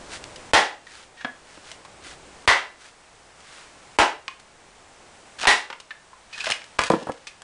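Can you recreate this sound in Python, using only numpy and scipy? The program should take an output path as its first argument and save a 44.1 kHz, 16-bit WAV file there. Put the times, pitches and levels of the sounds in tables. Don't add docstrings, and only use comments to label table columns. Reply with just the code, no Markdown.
import sys
import numpy as np
from scipy import signal
from scipy.fft import rfft, irfft
from scipy.io import wavfile
from scipy.ndimage import uniform_filter1d, minimum_filter1d

SR = 44100
rng = np.random.default_rng(int(sys.argv[2]) if len(sys.argv) > 2 else 0)


def pcm_store(signal):
    levels = np.round(np.clip(np.atleast_2d(signal), -1, 1) * 32767)
    wavfile.write(sys.argv[1], SR, levels.astype(np.int16).T)


N = 327663
TIME = np.arange(N) / SR
HIT_TIME = TIME[:2 ** 15]
HIT_HZ = np.fft.rfftfreq(2 ** 15, 1 / SR)


def chops(overtone_ratio=1.87, overtone_db=4, log_width_hz=190, blade_width_hz=200,
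          steel_db=-20, thump_db=-20, crack_db=-11):
    # start in s, relative level in dB, log pitch in Hz, log ring in dB, blade pitch in Hz,
    # blade ring in dB, tilt in dB/octave, bass in dB, wood t60 in s.
    blows = [(0.535, 1.5, 775, 9, 1870, 7, 0.5, -1, 0.29), (2.477, 0, 1010, 4, 2010, 9.5, -1, -11.5, 0.29),
             (3.9876, -0.5, 890, 9.5, 1490, 3.5, -0.5, -1, 0.24),
             (5.4715, 1.5, 920, 5, 1913, 9.5, 2, -4, 0.27)]
    # frequency in Hz, density in dB.
    wood_spectrum = [(40, -19.5), (120, -32), (200, -10), (320, -0.5), (450, 0), (700, 0.5), (1200, 0),
                     (1550, 0), (2700, -3.5), (3700, -7), (5200, -10.5), (6500, -15.5), (10000, -24.5)]
    # frequency in Hz, level in dB, t60 in s.
    axe_modes = [(1773, -2, 0.16), (1738, -12.5, 0.4), (1864, -5, 0.26), (1943, -5.5, .22),
                 (1990, -6, 0.36), (2200, -14, .28), (2300, -12, .24), (2760, -9.5, 0.44),
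                 (3480, -17, 0.26), (3500, -22, .22)]
    crack_colour = spectrum([(100, -11), (900, -3.5), (4000, -9), (10000, -17)], HIT_HZ)
    thump_colour = spectrum([(20, -3), (70, -4), (200, -20.5), (600, -47)], HIT_HZ)
    octaves = np.log2(np.maximum(HIT_HZ, 500) / 1500)
    out = np.zeros(N)
    for start_s, db, log_hz, log_db, blade_hz, blade_db, tilt_db_per_oct, bass_db, t60_s in blows:
        colour = spectrum(wood_spectrum, HIT_HZ) + tilt_db_per_oct * octaves + bass_db * hump(230, 600)
        colour += log_db * hump(log_hz, log_width_hz) + blade_db * hump(blade_hz, blade_width_hz)
        colour += overtone_db * hump(overtone_ratio * blade_hz, 2 * blade_width_hz)
        wood = shape_hit(contact(t60_s, scatter_db=4.5), colour)
        steel = unit(sum(amp(mode_db) * rng.choice([-1, 1]) * mode(hz, ring_s)
                         for hz, mode_db, ring_s in axe_modes))
        crack = amp(crack_db) * shape_hit(contact(0.062, scatter_db=8), crack_colour)
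        thump = amp(thump_db) * shape_hit(contact(0.032, scatter_db=11), thump_colour)
        add_hit(out, start_s, db, wood + amp(steel_db + blade_db) * steel + crack + thump)
    return out


def thuds(rise_s=0.0016, grit_db=-7):
    # start in s, level in dB, hardness in dB/octave, base t60 in s.
    landings = [(6.793, -33, -8, 0.05), (6.9027, 2.5, -2, 0.044), (6.936, -7.5, -5.5, 0.025),
                (6.9638, -21, -9, 0.067), (7.022, -27, -7, 0.063), (7.0702, -21, -0.5, 0.054),
                (7.089, -24, 0, 0.025), (7.0954, -15.5, -2, 0.049)]
    # nominal frequency in Hz, level in dB, t60 factor.
    block_modes = [(166, -13, 1.34), (227.5, -2.5, 0.78), (310, -5, 1.5), (457, -0.5, 0.83), (534, 2, 0.65),
                   (763, 21, 0.11), (952, 3.5, 0.7), (1294, -8, 1.4), (1663, -13, 1.7)]
    grit_colour = spectrum([(30, -40), (130, -4.5), (450, -7.5), (900, 1.5), (2000, -10),
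                            (4000, -35.5), (10000, -22)], HIT_HZ)
    octaves = np.log2(np.maximum(HIT_HZ, 300) / 600)
    out = np.zeros(N)
    for start_s, db, tilt_db_per_oct, t60_s in landings:
        body = np.zeros(len(HIT_TIME))
        for hz, mode_db, t60_factor in block_modes:
            gain = amp(mode_db + tilt_db_per_oct * np.log2(hz / 600)) * rng.choice([-1, 1])
            body += gain * mode(hz * rng.uniform(0.916, 1.06), t60_s * t60_factor)
        body *= 1 - np.exp(-HIT_TIME / rise_s)
        grit = shape_hit(contact(t60_s, scatter_db=1), grit_colour + tilt_db_per_oct * octaves)
        add_hit(out, start_s, db, unit(body) + amp(grit_db) * grit)
    return out


def clacks(bass_db_per_oct=-17):
    # start in s, level in dB, pitch in Hz, treble in dB, t60 in s.
    hits = [(4.2808, -21.5, 2450, -26, 0.022), (6.7869, -18, 1660, -20, 0.052),
            (6.7911, -5, 1230, -18.5, 0.024), (6.805, -25, 1230, -32, 0.044),
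            (6.8173, -21, 1300, -11, 0.0075), (6.837, -19.5, 2500, -9, 0.025),
            (6.867, -28, 1800, -7, 0.051), (6.9009, -15, 2360, -9.5, 0.02), (6.918, -20, 1770, -16, 0.028),
            (7.270, -26, 2540, -12, 0.068), (7.420, -35, 1700, -4, 0.019)]
    out = np.zeros(N)
    for start_s, db, hz, treble_db, t60_s in hits:
        bass_db = -8 + bass_db_per_oct * np.log2(hz / 1700)
        add_hit(out, start_s, db, wood_hit(hz, t60_s, bass_db, treble_db, ring_db=-11))
    return out


def knocks(t60_s=0.044, bass_db=-25):
    # start in s, level in dB, pitch in Hz, treble in dB, relative ring in dB.
    bumps = [(1.2467, -21, 290, -60, -5.5), (1.2467, -18, 1670, -44, 2.5), (1.575, -38.5, 320, -50, -4),
             (1.850, -39, 1100, -14, -7), (4.28, -26, 1070, -48, 18), (5.436, -20, 900, -52, -7),
             (5.454, -6.5, 920, -37, -17), (5.7018, -23.5, 910, -26, -6), (5.7278, -25, 1320, -35, -15),
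             (5.9073, -24, 1754, -40, 1), (6.131, -37.5, 1040, -67, 8), (6.469, -19, 690, -34, -9),
             (6.499, -22, 885, -36, -12)]
    out = np.zeros(N)
    for start_s, db, hz, treble_db, ring_db in bumps:
        add_hit(out, start_s, db, wood_hit(hz, t60_s, bass_db, treble_db, ring_db))
    return out


def creaks():
    # start in s, level in dB, pitch in Hz, t60 in s.
    slips = [(0.869, -34.5, 1900, 0.033), (1.166, -32.5, 1860, 0.34), (1.208, -30.5, 1740, 0.075),
             (6.3287, -26.5, 2510, 0.1), (6.4051, -21, 2600, 0.042), (6.458, -22, 2680, 0.038),
             (6.5201, -16, 2750, 0.027), (6.618, -37, 2400, 0.021)]
    out = np.zeros(N)
    for start_s, db, hz, t60_s in slips:
        creak = wood_hit(hz, t60_s, bass_db=-32, treble_db=-23, ring_db=-2, rise_share=0.03)
        add_hit(out, start_s, db, creak)
    return out


def snaps(pitch_hz=3000):
    # start in s, level in dB, t60 in s.
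    breaks = [(0.241, -37.5, 0.014), (0.36, -39.5, 0.04), (1.716, -32, 0.03), (3.405, -45.5, 0.033),
              (4.398, -41, 0.045), (5.412, -29, 0.073), (5.8013, -31.5, 0.04), (6.503, -18.5, 0.018),
              (6.511, -18.5, 0.037), (6.642, -39.5, 0.024), (7.119, -34.5, 0.033)]
    out = np.zeros(N)
    for start_s, db, t60_s in breaks:
        snap = wood_hit(pitch_hz, t60_s, bass_db=-7, treble_db=-8.5, ring_db=-19, overtone_db=-30)
        add_hit(out, start_s, db, snap)
    return out


def tearing(clump_db=3, growth_power=0.93):
    # start in s, build-up in s, peak in dB, decay in dB/s.
    tears = [(5.377, 0.098, -20, 1997), (6.289, 0.23, -25.5, 302), (6.785, 0.077, -28, 61)]
    # frequency in Hz, density in dB.
    rasp_spectrum = [(100, -6), (400, -9), (900, -1), (1350, 1.5), (1750, 11), (2100, -3), (2600, 5.5),
                     (5000, -1), (10000, -11.5)]
    envelope = np.zeros(N)
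    for start_s, build_s, peak_db, fall_db_per_s in tears:
        strain = np.clip((TIME - start_s) / build_s, 0, 1)
        since_peak_s = np.maximum(TIME - start_s - build_s, 0)
        envelope += strain ** growth_power * amp(peak_db - fall_db_per_s * since_peak_s)
    clumps = amp(clump_db * flutter())
    return envelope * shape_noise(clumps * grains(N, per_s=2700, spread_db=3.5), rasp_spectrum)


def rustles():
    # centre in s, length in s, level in dB.
    moves = [(0.141, 0.13, -35), (0.378, 0.063, -61), (0.957, 0.32, -37), (1.529, 0.29, -43.5),
             (1.696, 0.21, -39.5), (2.088, 0.19, -36.5), (2.848, 0.21, -39.5), (3.55, 0.44, -41),
             (6.705, 0.42, -51.5)]
    # frequency in Hz, density in dB.
    cloth_spectrum = [(100, -15), (500, -10.5), (1400, 2.5), (4000, -2), (7000, -6.5), (10000, -10)]
    swell = sum(amp(db) * np.cos(np.pi * np.clip((TIME - centre_s) / length_s, -.5, .5)) ** 2
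                for centre_s, length_s, db in moves)
    return swell * shape_noise(grains(N, per_s=12000, spread_db=4.5), cloth_spectrum)


def background(air_db=-45, whine_db=-66, whine_hz=8050, waver_hz=25):
    # frequency in Hz, density in dB.
    air_spectrum = [(20, 1), (55, 3), (110, 0), (250, -2), (520, 1.5), (850, 3.5), (1300, 0.5), (2200, -2),
                    (4000, -7), (7500, -8.5), (10000, -12.5)]
    drone_spectrum = [(20, 4), (40, 1), (58, 4.5), (85, 2), (200, 0), (400, 3.5), (800, 0.5), (2000, -27),
                      (8000, -57)]
    # time in s, drone level in dB.
    drone_levels = [(0, -46.5), (.5, -49), (1.3, -54.5), (2.1, -47.5), (2.4, -52), (3.2, -60.5), (5, -52),
                    (7.4, -93)]
    air = shape_noise(rng.standard_normal(N), air_spectrum)
    drone = shape_noise(rng.standard_normal(N), drone_spectrum)
    drone_db = np.interp(TIME, *np.transpose(drone_levels))
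    pitch_hz = whine_hz + waver_hz * flutter()
    whine = unit_rms(np.sin(2 * np.pi * np.cumsum(pitch_hz) / SR))
    return amp(air_db) * air + amp(drone_db) * drone + amp(whine_db) * whine


def yard(x, build_s=0.0083):
    # frequency in Hz, t60 in s.
    decay_times = [(100, 0.18), (400, 0.37), (1000, 0.29), (2500, 0.29), (5000, 0.3), (10000, 0.23)]
    colour = [(100, -4.5), (400, 3.5), (1500, 4.5), (5000, 0.5), (10000, 5)]  # Hz, dB
    taps = grains(len(HIT_TIME), per_s=4000, spread_db=0) * (1 - np.exp(-(HIT_TIME / build_s) ** 2))
    hz, time_s, bands = signal.stft(taps, SR, nperseg=256)
    bands *= np.exp(-np.log(1000) * time_s / spectrum(decay_times, hz)[:, None])
    bands *= amp(spectrum(colour, hz))[:, None]
    return signal.fftconvolve(x, unit(signal.istft(bands, SR)[1]))[:N]


def wood_hit(hz, t60_s, bass_db, treble_db, ring_db, rise_share=0.016, overtone_db=-17):
    log_ratio = np.log(np.maximum(HIT_HZ, 90) / hz)
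    below = np.maximum(log_ratio / np.log(150 / hz), 0)
    above = np.clip(log_ratio / np.log(8500 / hz), 0, 1.1)
    colour = bass_db * below ** 0.79 + treble_db * above ** 1.97 - 12 * hump(0, 100)
    drive = contact(t60_s, scatter_db=3 + 7 * np.log2(t60_s / 0.031), rise_s=rise_share * t60_s)
    ring_s = 0.56 * t60_s
    bending_modes = mode(hz, ring_s) + amp(overtone_db) * mode(1.95 * hz, ring_s)
    shaken = irfft(rfft(drive) * rfft(bending_modes))
    ring = shape_hit(shaken, -24 * hump(0, 0.65 * hz))
    return shape_hit(drive, colour) + amp(ring_db + 5) * ring


def contact(t60_s, scatter_db, rise_s=0.00077):
    push = HIT_TIME == 0
    envelope = fade(t60_s) * (1 - np.exp(-HIT_TIME / rise_s))
    spray = envelope * grains(len(HIT_TIME), per_s=9000, spread_db=0)
    return amp(scatter_db) * unit(spray) - push


def grains(n, per_s, spread_db):
    size = amp(spread_db * np.minimum(rng.exponential(1, n), 4))
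    return size * rng.choice([-1, 1], n) * (rng.random(n) < per_s / SR)


def flutter():
    return unit_rms(uniform_filter1d(rng.standard_normal(N), size=300))


def mode(hz, t60_s):
    return np.sin(2 * np.pi * hz * HIT_TIME) * fade(t60_s)


def fade(t60_s):
    return np.exp(-np.log(1000) * HIT_TIME / t60_s)


def hump(centre_hz, width_hz):
    return 1 / (1 + (2 * (HIT_HZ - centre_hz) / width_hz) ** 2)


def spectrum(points, hz):
    point_hz, value = np.transpose(points)
    return np.interp(np.log(hz + 1), np.log(point_hz + 1), value)


def shape_hit(x, colour_db):
    log_gain = np.log(amp(np.r_[colour_db, colour_db[-2:0:-1]]))
    response = np.exp(np.conj(signal.hilbert(log_gain)))[:len(colour_db)]
    return unit(irfft(rfft(x) * response))


def shape_noise(x, points):
    gain = amp(spectrum(points, np.fft.rfftfreq(N, 1 / SR)))
    return unit_rms(irfft(rfft(x) * gain, N))


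def add_hit(mix, start_s, db, sound):
    part = mix[round(start_s * SR):][:len(sound)]
    part += amp(db) * np.sqrt(.012 * SR) * unit(sound)[:len(part)]


def amp(db):
    return 10 ** (np.asarray(db) / 20)


def unit(x):
    return x / np.sqrt(np.sum(x ** 2) + 1e-20)


def unit_rms(x):
    return x / np.sqrt(np.mean(x ** 2) + 1e-20)


def scene(chop_direct_db=5.5, chop_yard_db=-2, small_yard_db=-9, thud_yard_db=-14):
    blows = chops()
    small = knocks() + creaks() + snaps() + clacks() + tearing()
    landings = thuds()
    echoes = amp(chop_yard_db) * yard(blows)
    echoes += yard(amp(small_yard_db) * small + amp(thud_yard_db) * landings)
    return (amp(chop_direct_db) * blows + small + landings + echoes + rustles() + background())[None]


def record(dry, threshold_db=-18, slope=0.67, quick_db_per_s=300, held_share=0.64, slow_db_per_s=4,
           cutoff_hz=10150):
    power_db = 10 * np.log10(abs(uniform_filter1d(dry[0] ** 2, size=350)) + 1e-12)
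    ahead_db = -minimum_filter1d(-power_db, size=600, origin=-299)
    cut_db = slope * np.maximum(ahead_db - threshold_db, 0)
    quick_db = np.maximum.accumulate(cut_db + quick_db_per_s * TIME) - quick_db_per_s * TIME
    slow_db = np.maximum.accumulate(held_share * cut_db + slow_db_per_s * TIME) - slow_db_per_s * TIME
    ducked = dry / amp(uniform_filter1d(np.maximum(quick_db, slow_db), size=130))
    soft_clipped = ducked / (1 + (ducked / .9) ** 4) ** .25
    lowpass = signal.firwin(511, cutoff_hz, window=("kaiser", 7), fs=SR)
    return signal.oaconvolve(soft_clipped, lowpass[None], "same")


dry = scene()
out = record(dry)
pcm_store(out)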